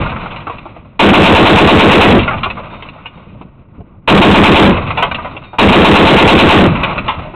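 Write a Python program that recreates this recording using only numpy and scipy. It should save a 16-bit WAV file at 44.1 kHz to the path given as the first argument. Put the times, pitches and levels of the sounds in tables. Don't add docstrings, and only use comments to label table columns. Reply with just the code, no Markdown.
import sys
import numpy as np
from scipy import signal
from scipy.fft import rfft, irfft
from scipy.io import wavfile
from scipy.ndimage import uniform_filter1d

SR = 44100
rng = np.random.default_rng(int(sys.argv[2]) if len(sys.argv) > 2 else 0)


def decibels_to_gain(level_db):
    exponent = np.asarray(level_db, float) / 20
    return 10 ** exponent


def generate_wav(sig):
    pcm = np.round(np.clip(np.atleast_2d(sig).T, -1, 1) * 32767).astype(np.int16)
    wavfile.write(sys.argv[1], SR, pcm)


N = 324135

# [start_s, level_db]
WIND = [
    (0, -38),
    (.9, -39),
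    (2.4, -33),
    (2.8, -35),
    (3.1, -45),
    (3.28, -36),
    (3.6, -41),
    (3.95, -40),
    (5.5, -44),
    (7.35, -35),
]
# [freq_hz, level_db per Hz]
RUMBLE_COLOUR = [(12, -21.5), (20, 5), (48, -3), (81, 2), (141, 1.5), (203, -1), (335, -9), (403, -14.5),
                 (600, -15), (780, -35.5), (1320, -120)]
# [freq_hz, level_db per Hz]
SHELL_COLOUR = [(180, -31.5), (300, 1.5), (396, -6.5), (684, -1), (818, -6.5), (894, -1.5), (1140, -1),
                (1490, -8.5), (1760, -20), (1890, -12), (2630, -3), (3220, -14), (3800, -11.5), (4300, 0),
                (5590, -60.5), (9460, -120)]
# [end_s, echo_db, clatter_db, clatter_fade_db_per_s, settled_s after the end]
BURST_ENDS = [
    (-.08, 1, -19, 28, .92),
    (2.17, -5, -23, 22, 1.28),
    (4.7, -4.5, -19.5, 22, .78),
    (6.659, -4, -18.5, 17, .6),
]
# [echo_db, echo_fade_db_per_s, clatter_db, clatter_fade_share 0-1, resting_db]
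LOW_LAYER = (-1, 135, .5, 0.88, -59.5)
MID_LAYER = (-8.5, 158, -0.5, 1.02, -55)
TOP_LAYER = (-13.5, 165, -6.5, 1, -71.5)

# [start_s, peak_db, pitch_hz, t60_s]
CASES = [(.059, -8, 1210, .04), (.117, -17, 1150, .09), (.164, -9, 1330, .03), (.26, -10, 1190, .036),
         (.47, -9, 1340, .05), (.497, -11, 1110, .054), (.584, -17, 1090, .03), (2.187, -15, 1250, .1),
         (2.278, -2, 1110, .066), (2.307, -9.5, 1200, .081), (2.333, -9, 1200, .082),
         (2.433, -8, 1150, .078), (2.459, -9.5, 1030, .065), (2.57, -19, 1180, .13),
         (2.979, -30, 1290, .07), (3.057, -23, 1230, .06), (3.413, -28, 1040, .045),
         (4.904, -8, 1320, .058), (4.974, -7, 910, .15), (5.024, 1.5, 1130, .065), (5.113, -4, 1120, .034),
         (5.184, -13, 1000, .09), (5.247, -15, 982, .12), (6.752, -12, 1020, .07), (6.814, -9, 1130, .043),
         (6.832, -3, 902, .068), (6.915, -17, 964, .1), (6.958, -13, 1020, .09), (6.979, -8, 1030, .054),
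         (7.081, -5.5, 1100, .14)]
# [start_s, peak_db, pitch_hz, t60_s]
LINKS = [(.092, -24, 2830, .06), (.307, -23, 2470, .074), (.362, -14, 2720, .03), (.403, -28, 2720, .056),
         (.584, -21, 2450, .03), (2.187, -8, 2740, .12), (2.232, -10, 2930, .034), (2.278, -16, 2580, .066),
         (2.382, -19, 2370, .039), (2.433, -9, 2380, .078), (2.502, -10, 2520, .039),
         (2.824, -21, 3030, .041), (2.888, -21, 2800, .037), (3.057, -20, 2860, .066),
         (3.176, -39, 2180, .055), (3.287, -44, 2500, .08), (3.413, -38, 2640, .05),
         (4.867, -20, 2780, .067), (4.904, -13, 2610, .058), (4.973, -12, 2720, .13),
         (5.025, 0., 2570, .054), (5.114, -10.5, 2610, .034), (5.146, -6, 2830, .036),
         (5.366, -21, 2670, .052), (5.437, -30, 2700, .06), (6.752, -15, 2400, .07),
         (6.834, -5, 2600, .068), (6.894, -22, 2390, .09), (6.979, -9, 2570, .054), (7.081, -12, 2400, .11)]
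# [start_s, peak_db, pitch_hz, t60_s]
TUMBLES = [(.47, -19, 781, .06), (.497, -18, 643, .054), (.654, -22, 638, .081), (.764, -20, 638, .04),
           (2.232, -16, 366, .034), (2.459, -15, 764, .065), (2.503, -22, 614, .039),
           (2.592, -23, 501, .09), (2.678, -30, 466, .05), (2.725, -24, 692, .066), (2.824, -26, 627, .041),
           (2.955, -33, 541, .07), (3.174, -33, 724, .058), (3.348, -31, 353, .039), (3.413, -25, 361, .05),
           (3.805, -30, 390, .038), (3.943, -44, 382, .07), (4.781, -18, 484, .09), (4.974, -13, 624, .13),
           (5.025, -4, 673, .06), (5.067, -9, 697, .035), (5.246, -21, 640, .11), (5.347, -24, 651, .069),
           (5.366, -20, 522, .052), (5.532, -22, 598, .1), (6.894, -18, 686, .09), (7.171, -22, 608, .043),
           (7.25, -26, 735, .17), (7.337, -19, 509, .055)]
# [low_db, mid_db, upper_db, strongest_mode_db, rise_s]
CASE_TONE = (-18, -5, -24, -8, .0024)
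LINK_TONE = (-19, -16, -2, -7, .0022)
TUMBLE_TONE = (-2.5, -14, -22, -6, .0025)
# [start_s, peak_db, t60_s]
THUDS = [
    (2.849, -32, 0.095),
    (3.267, -13, 0.092),
    (3.411, 1, 0.024),
    (3.448, -14, 0.12),
    (3.782, -9, 0.11),
    (3.802, -3.5, 0.068),
    (7.188, -4, 0.027),
]
# [start_s, level_db, pitch_hz, t60_s]
BRASS_SINGING = [(.6, -52, 3900, .5), (.72, -53, 4050, .3), (2.7, -43, 3650, 1.), (2.9, -48, 4000, .4),
                 (3.08, -50, 1240, 1.5), (3.08, -54, 1510, 1.2), (3.14, -50, 3700, .5),
                 (3.2, -52, 4000, .4), (5.3, -46, 3700, .6), (5.44, -42, 3700, .7), (5.46, -44, 2400, .6),
                 (7.27, -34, 580, .2)]

SHOTS = [.9915, 1.1311, 1.2502, 1.3554, 1.4586, 1.5735, 1.6833, 1.7953, 1.9069, 2.0105, 4.0745, 4.2132,
         4.338, 4.4455, 4.5526, 5.5832, 5.7183, 5.8422, 5.952, 6.0646, 6.1762, 6.2796, 6.3877, 6.4982]
# [delay_s after the trigger, level_db, t60_s, repeating_share 0-1]
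CYCLE = [
    (.0008, -7.5, 0.18, 1),
    (.0025, -8.5, 0.077, 0.88),
    (.0048, 30.5, 0.077, .85),
    (0.022, 25, 0.043, 0.9),
    (0.044, 13, 0.079, 0.5),
    (.07, 11.5, 0.11, .3),
    (.098, 12, .1, 0.2),
    (.14, 5.5, 0.058, 0.4),
    (0.171, -12.5, 0.034, 0.07),
]
# [pitch_hz, level_db, delay_s after the trigger, t60_s]
SHIELD_PING = (890, 39.8, .006, 0.029)
# [pitch_hz, level_db, t60_s]
HULL = [(92, 11, 0.67), (124.74, 10, 0.55), (178.93, 13.5, 0.48), (199, 22.5, 0.48), (244, 11.5, 0.56),
        (299.2, 9, 0.35), (346.4, 19.5, 0.43), (406, 11, 0.49), (482.4, 10.5, 0.41), (562.7, 15.5, 0.28),
        (682, 18, 0.14), (748, 14, 0.3), (1110, 19.5, 0.17)]
# [freq_hz, level_db per Hz]
GROUND_COLOUR = [(40, -11), (85, 0), (200, 1.5), (350, 0), (600, -4.5), (1000, -14.5), (2000, -46.5)]
LAST_SHOT_REST = {2.0105: .187, 4.5526: .168, 6.4982: .177}


def evened(x):
    return x / np.sqrt(np.mean(x ** 2) + 1e-20)


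def add(mix, s, sound):
    part = mix[round(s * SR):][:len(sound)]
    part += sound[:len(part)]


def coloured(x, points, lo_hz=0, hi_hz=30000):
    hz = np.fft.rfftfreq(x.shape[-1], 1 / SR) + 1
    f, db = np.transpose(points)
    band = 1 / np.sqrt((1 + (lo_hz / hz) ** 8) * (1 + (hz / hi_hz) ** 8))
    gain = decibels_to_gain(np.interp(np.log(hz), np.log(f), db)) * band
    return evened(irfft(rfft(x) * gain, x.shape[-1]))


def strike(t, t60, rise_s=0.0024):
    t = np.maximum(t, 0)
    return (1 - np.exp(-t / rise_s)) * decibels_to_gain(-60 * t / t60)


def aftermath(t, echo_share_db, echo_fade, clatter_share_db, clatter_share, rest_db):
    settle_db, settle_s = -7, .03
    power = decibels_to_gain(2 * rest_db)
    for end, echo_db, clatter_db, fade, settled in BURST_ENDS:
        since = np.maximum(t - end, 0)
        on = np.clip((t - end) / .05 + 1, 0, 1)
        echo = decibels_to_gain(echo_db + echo_share_db - echo_fade * since)
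        settling = settle_db / (1 + np.exp(np.minimum((settled - since) / settle_s, 50)))
        clatter = decibels_to_gain(clatter_db + clatter_share_db - fade * clatter_share * since + settling)
        power = power + on ** 2 * (echo ** 2 + clatter ** 2)
    return power


def wind_and_fades():
    t = np.arange(N) / SR
    slow = t[::128]
    tick_level = decibels_to_gain(1.8 * np.minimum(rng.exponential(1, N), 4))
    ticks = tick_level * (rng.random(N) < 150 / SR)
    lumps = .5 + evened(signal.oaconvolve(ticks, strike(t[:3000], 0.12))[:N])
    rattle = lumps * rng.standard_normal(N)
    drift = uniform_filter1d(uniform_filter1d(rng.standard_normal(N), 1500), 1500)
    gusts = decibels_to_gain(1.5 * evened(drift))
    rumble = coloured(gusts * rng.standard_normal(N), RUMBLE_COLOUR)
    mid_rattle = coloured(rattle, SHELL_COLOUR, 450, 1750)
    top_rattle = coloured(rattle, SHELL_COLOUR, 1750)
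    wind_power = decibels_to_gain(2 * np.interp(slow, *np.transpose(WIND)))
    low_power = aftermath(slow, *LOW_LAYER) + wind_power
    mid_power, top_power = aftermath(slow, *MID_LAYER), aftermath(slow, *TOP_LAYER)
    out = np.zeros(N)
    for power, layer in ((low_power, rumble), (mid_power, mid_rattle), (top_power, top_rattle)):
        out += np.interp(t, slow, np.sqrt(power)) * layer
    return out


def clinks(noise):
    t = np.arange(noise.shape[1]) / SR
    shape = (len(noise), 26, 1)
    hz, phase = rng.uniform(300, 4000, shape), rng.random(shape)
    modes = sum(np.sin(2 * np.pi * (hz[:, k] * t + phase[:, k])) for k in range(26))
    return modes / 4 + .65 * noise


def metal_landings(rows, tone):
    low_db, mid_db, high_db, mode_db, rise_s = tone
    linger_db, linger = -17, 3.3
    t, out = np.arange(SR // 6) / SR, np.zeros(N)
    raw = clinks(rng.standard_normal((len(rows), len(t))))
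    for (s, db, hz, t60), ring in zip(rows, raw):
        body = decibels_to_gain(mid_db) * coloured(ring, SHELL_COLOUR, 820, 1700)
        body += decibels_to_gain(low_db) * coloured(ring, SHELL_COLOUR, 300, 820)
        body += decibels_to_gain(high_db) * coloured(ring, SHELL_COLOUR, 1700)
        body += decibels_to_gain(mode_db) * np.sin(2 * np.pi * hz * t)
        envelope = strike(t, t60, rise_s) + .3 * strike(t - .008, t60, rise_s)
        envelope += decibels_to_gain(linger_db) * strike(t, linger * t60, .01)
        add(out, s - .001, decibels_to_gain(db) * body * envelope)
    return out


def hull_thuds():
    t, out = np.arange(SR // 6) / SR, np.zeros(N)
    for (s, db, t60), puff in zip(THUDS, rng.standard_normal((len(THUDS), len(t)))):
        knock = coloured(puff, RUMBLE_COLOUR, 62, 750) * strike(t, t60, 0.0045)
        add(out, s - .002, decibels_to_gain(db - 12.5) * knock)
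    return out


def singing_brass():
    t, out = np.arange(SR // 2) / SR, np.zeros(N)
    for s, db, hz, t60 in BRASS_SINGING:
        add(out, s, decibels_to_gain(db) * np.sin(2 * np.pi * hz * t) * strike(t, t60, .004))
    return out


def falling_brass():
    landings = metal_landings(CASES, CASE_TONE) + metal_landings(LINKS, LINK_TONE)
    landings += metal_landings(TUMBLES, TUMBLE_TONE)
    return landings + hull_thuds() + singing_brass()


def hull_modes(t):
    hz, db, t60 = np.transpose(HULL + HULL)[..., None]
    hz = hz * (1 + .02 * rng.uniform(-1.1, 1, hz.shape))
    db = db + np.repeat([3, -4], len(HULL))[:, None]
    turn = 2 * np.pi * (hz * t + rng.random(hz.shape))
    rise_s = .021 + 3. / hz
    bloom = (1 - np.exp(-t / rise_s)) ** 4 * decibels_to_gain(db - 60 * t / t60)
    return bloom * np.sin(turn), bloom * np.cos(turn)


def gun():
    t, out = np.arange(SR * 2 // 5) / SR, np.zeros(N)
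    noise_shape = (len(SHOTS) + 1, len(t))
    same, *fresh = coloured(rng.standard_normal(noise_shape), SHELL_COLOUR)
    same_roll, *fresh_roll = coloured(rng.standard_normal(noise_shape), GROUND_COLOUR)
    sines, cosines = hull_modes(t)
    roll_db, roll_rise_s, roll_t60 = 23, 0.028, 0.45
    swell = (1 - np.exp(-t / roll_rise_s)) ** 4 * decibels_to_gain(roll_db - 60 * t / roll_t60)
    ping_hz, ping_db, ping_s, ping_t60 = SHIELD_PING
    ping = decibels_to_gain(ping_db) * strike(t - ping_s, ping_t60, 0.0066) * np.sin(2 * np.pi * ping_hz * t)
    stages = np.array([decibels_to_gain(db) * strike(t - at, t60, 0.0012) for at, db, t60, _ in CYCLE])
    kept = np.clip(np.transpose(CYCLE)[-1], 0, 1)
    repeating_crack = kept @ stages * same
    chance = np.sqrt(1 - kept ** 2) @ stages
    gaps = np.diff(SHOTS, append=N / SR)
    rests = [LAST_SHOT_REST.get(s, gap + .004) for s, gap in zip(SHOTS, gaps)]
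    scatters = .3 * rng.standard_normal((len(SHOTS), len(sines)))
    for s, rest, new, new_roll, scatter in zip(SHOTS, rests, fresh, fresh_roll, scatters):
        boom = np.cos(scatter) @ sines + np.sin(scatter) @ cosines
        boom += swell * (.93 * same_roll + .36 * new_roll)
        damping = decibels_to_gain(-20 / (1 + np.exp((rest - t) / .005)))
        add(out, s, repeating_crack + chance * new + ping + damping * boom)
    return out


def scene():
    fade_in = np.minimum(np.arange(N) / 100, 1)
    return ((gun() + falling_brass() + wind_and_fades()) * fade_in)[None]


def top_cut(x):
    return signal.sosfilt(signal.butter(12, 16820, fs=SR, output="sos"), x)


def record(dry):
    overload = np.maximum(uniform_filter1d(abs(dry), 301, origin=150) - .6, 0)
    biased = dry - .3 * overload
    rail = np.where(biased > 0, .77, .53)
    preamp = biased / (1 + abs(biased / rail) ** 4) ** (1 / 4)
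    leak = np.exp(-2 * np.pi * 17 / SR)
    coupled = signal.lfilter([1, -1], [1, -leak], preamp)
    stored = np.clip(signal.resample_poly(coupled, 80, 441, axis=1), -.75, .69)
    smooth = signal.firwin(441 * 30 + 1, .98 / 441, window=("kaiser", 10))
    played = signal.resample_poly(stored, 441, 80, axis=1, window=smooth)
    played = np.pad(played, ((0, 0), (0, 500)))[:, :N]
    edge = signal.firwin(401, 15850, window=("kaiser", 9), fs=SR)  # low-pass, Hz
    mix = signal.oaconvolve(np.clip(played, -.8, .705), edge[None], "same")
    return top_cut(mix)


dry = scene()
out = record(dry)
generate_wav(out)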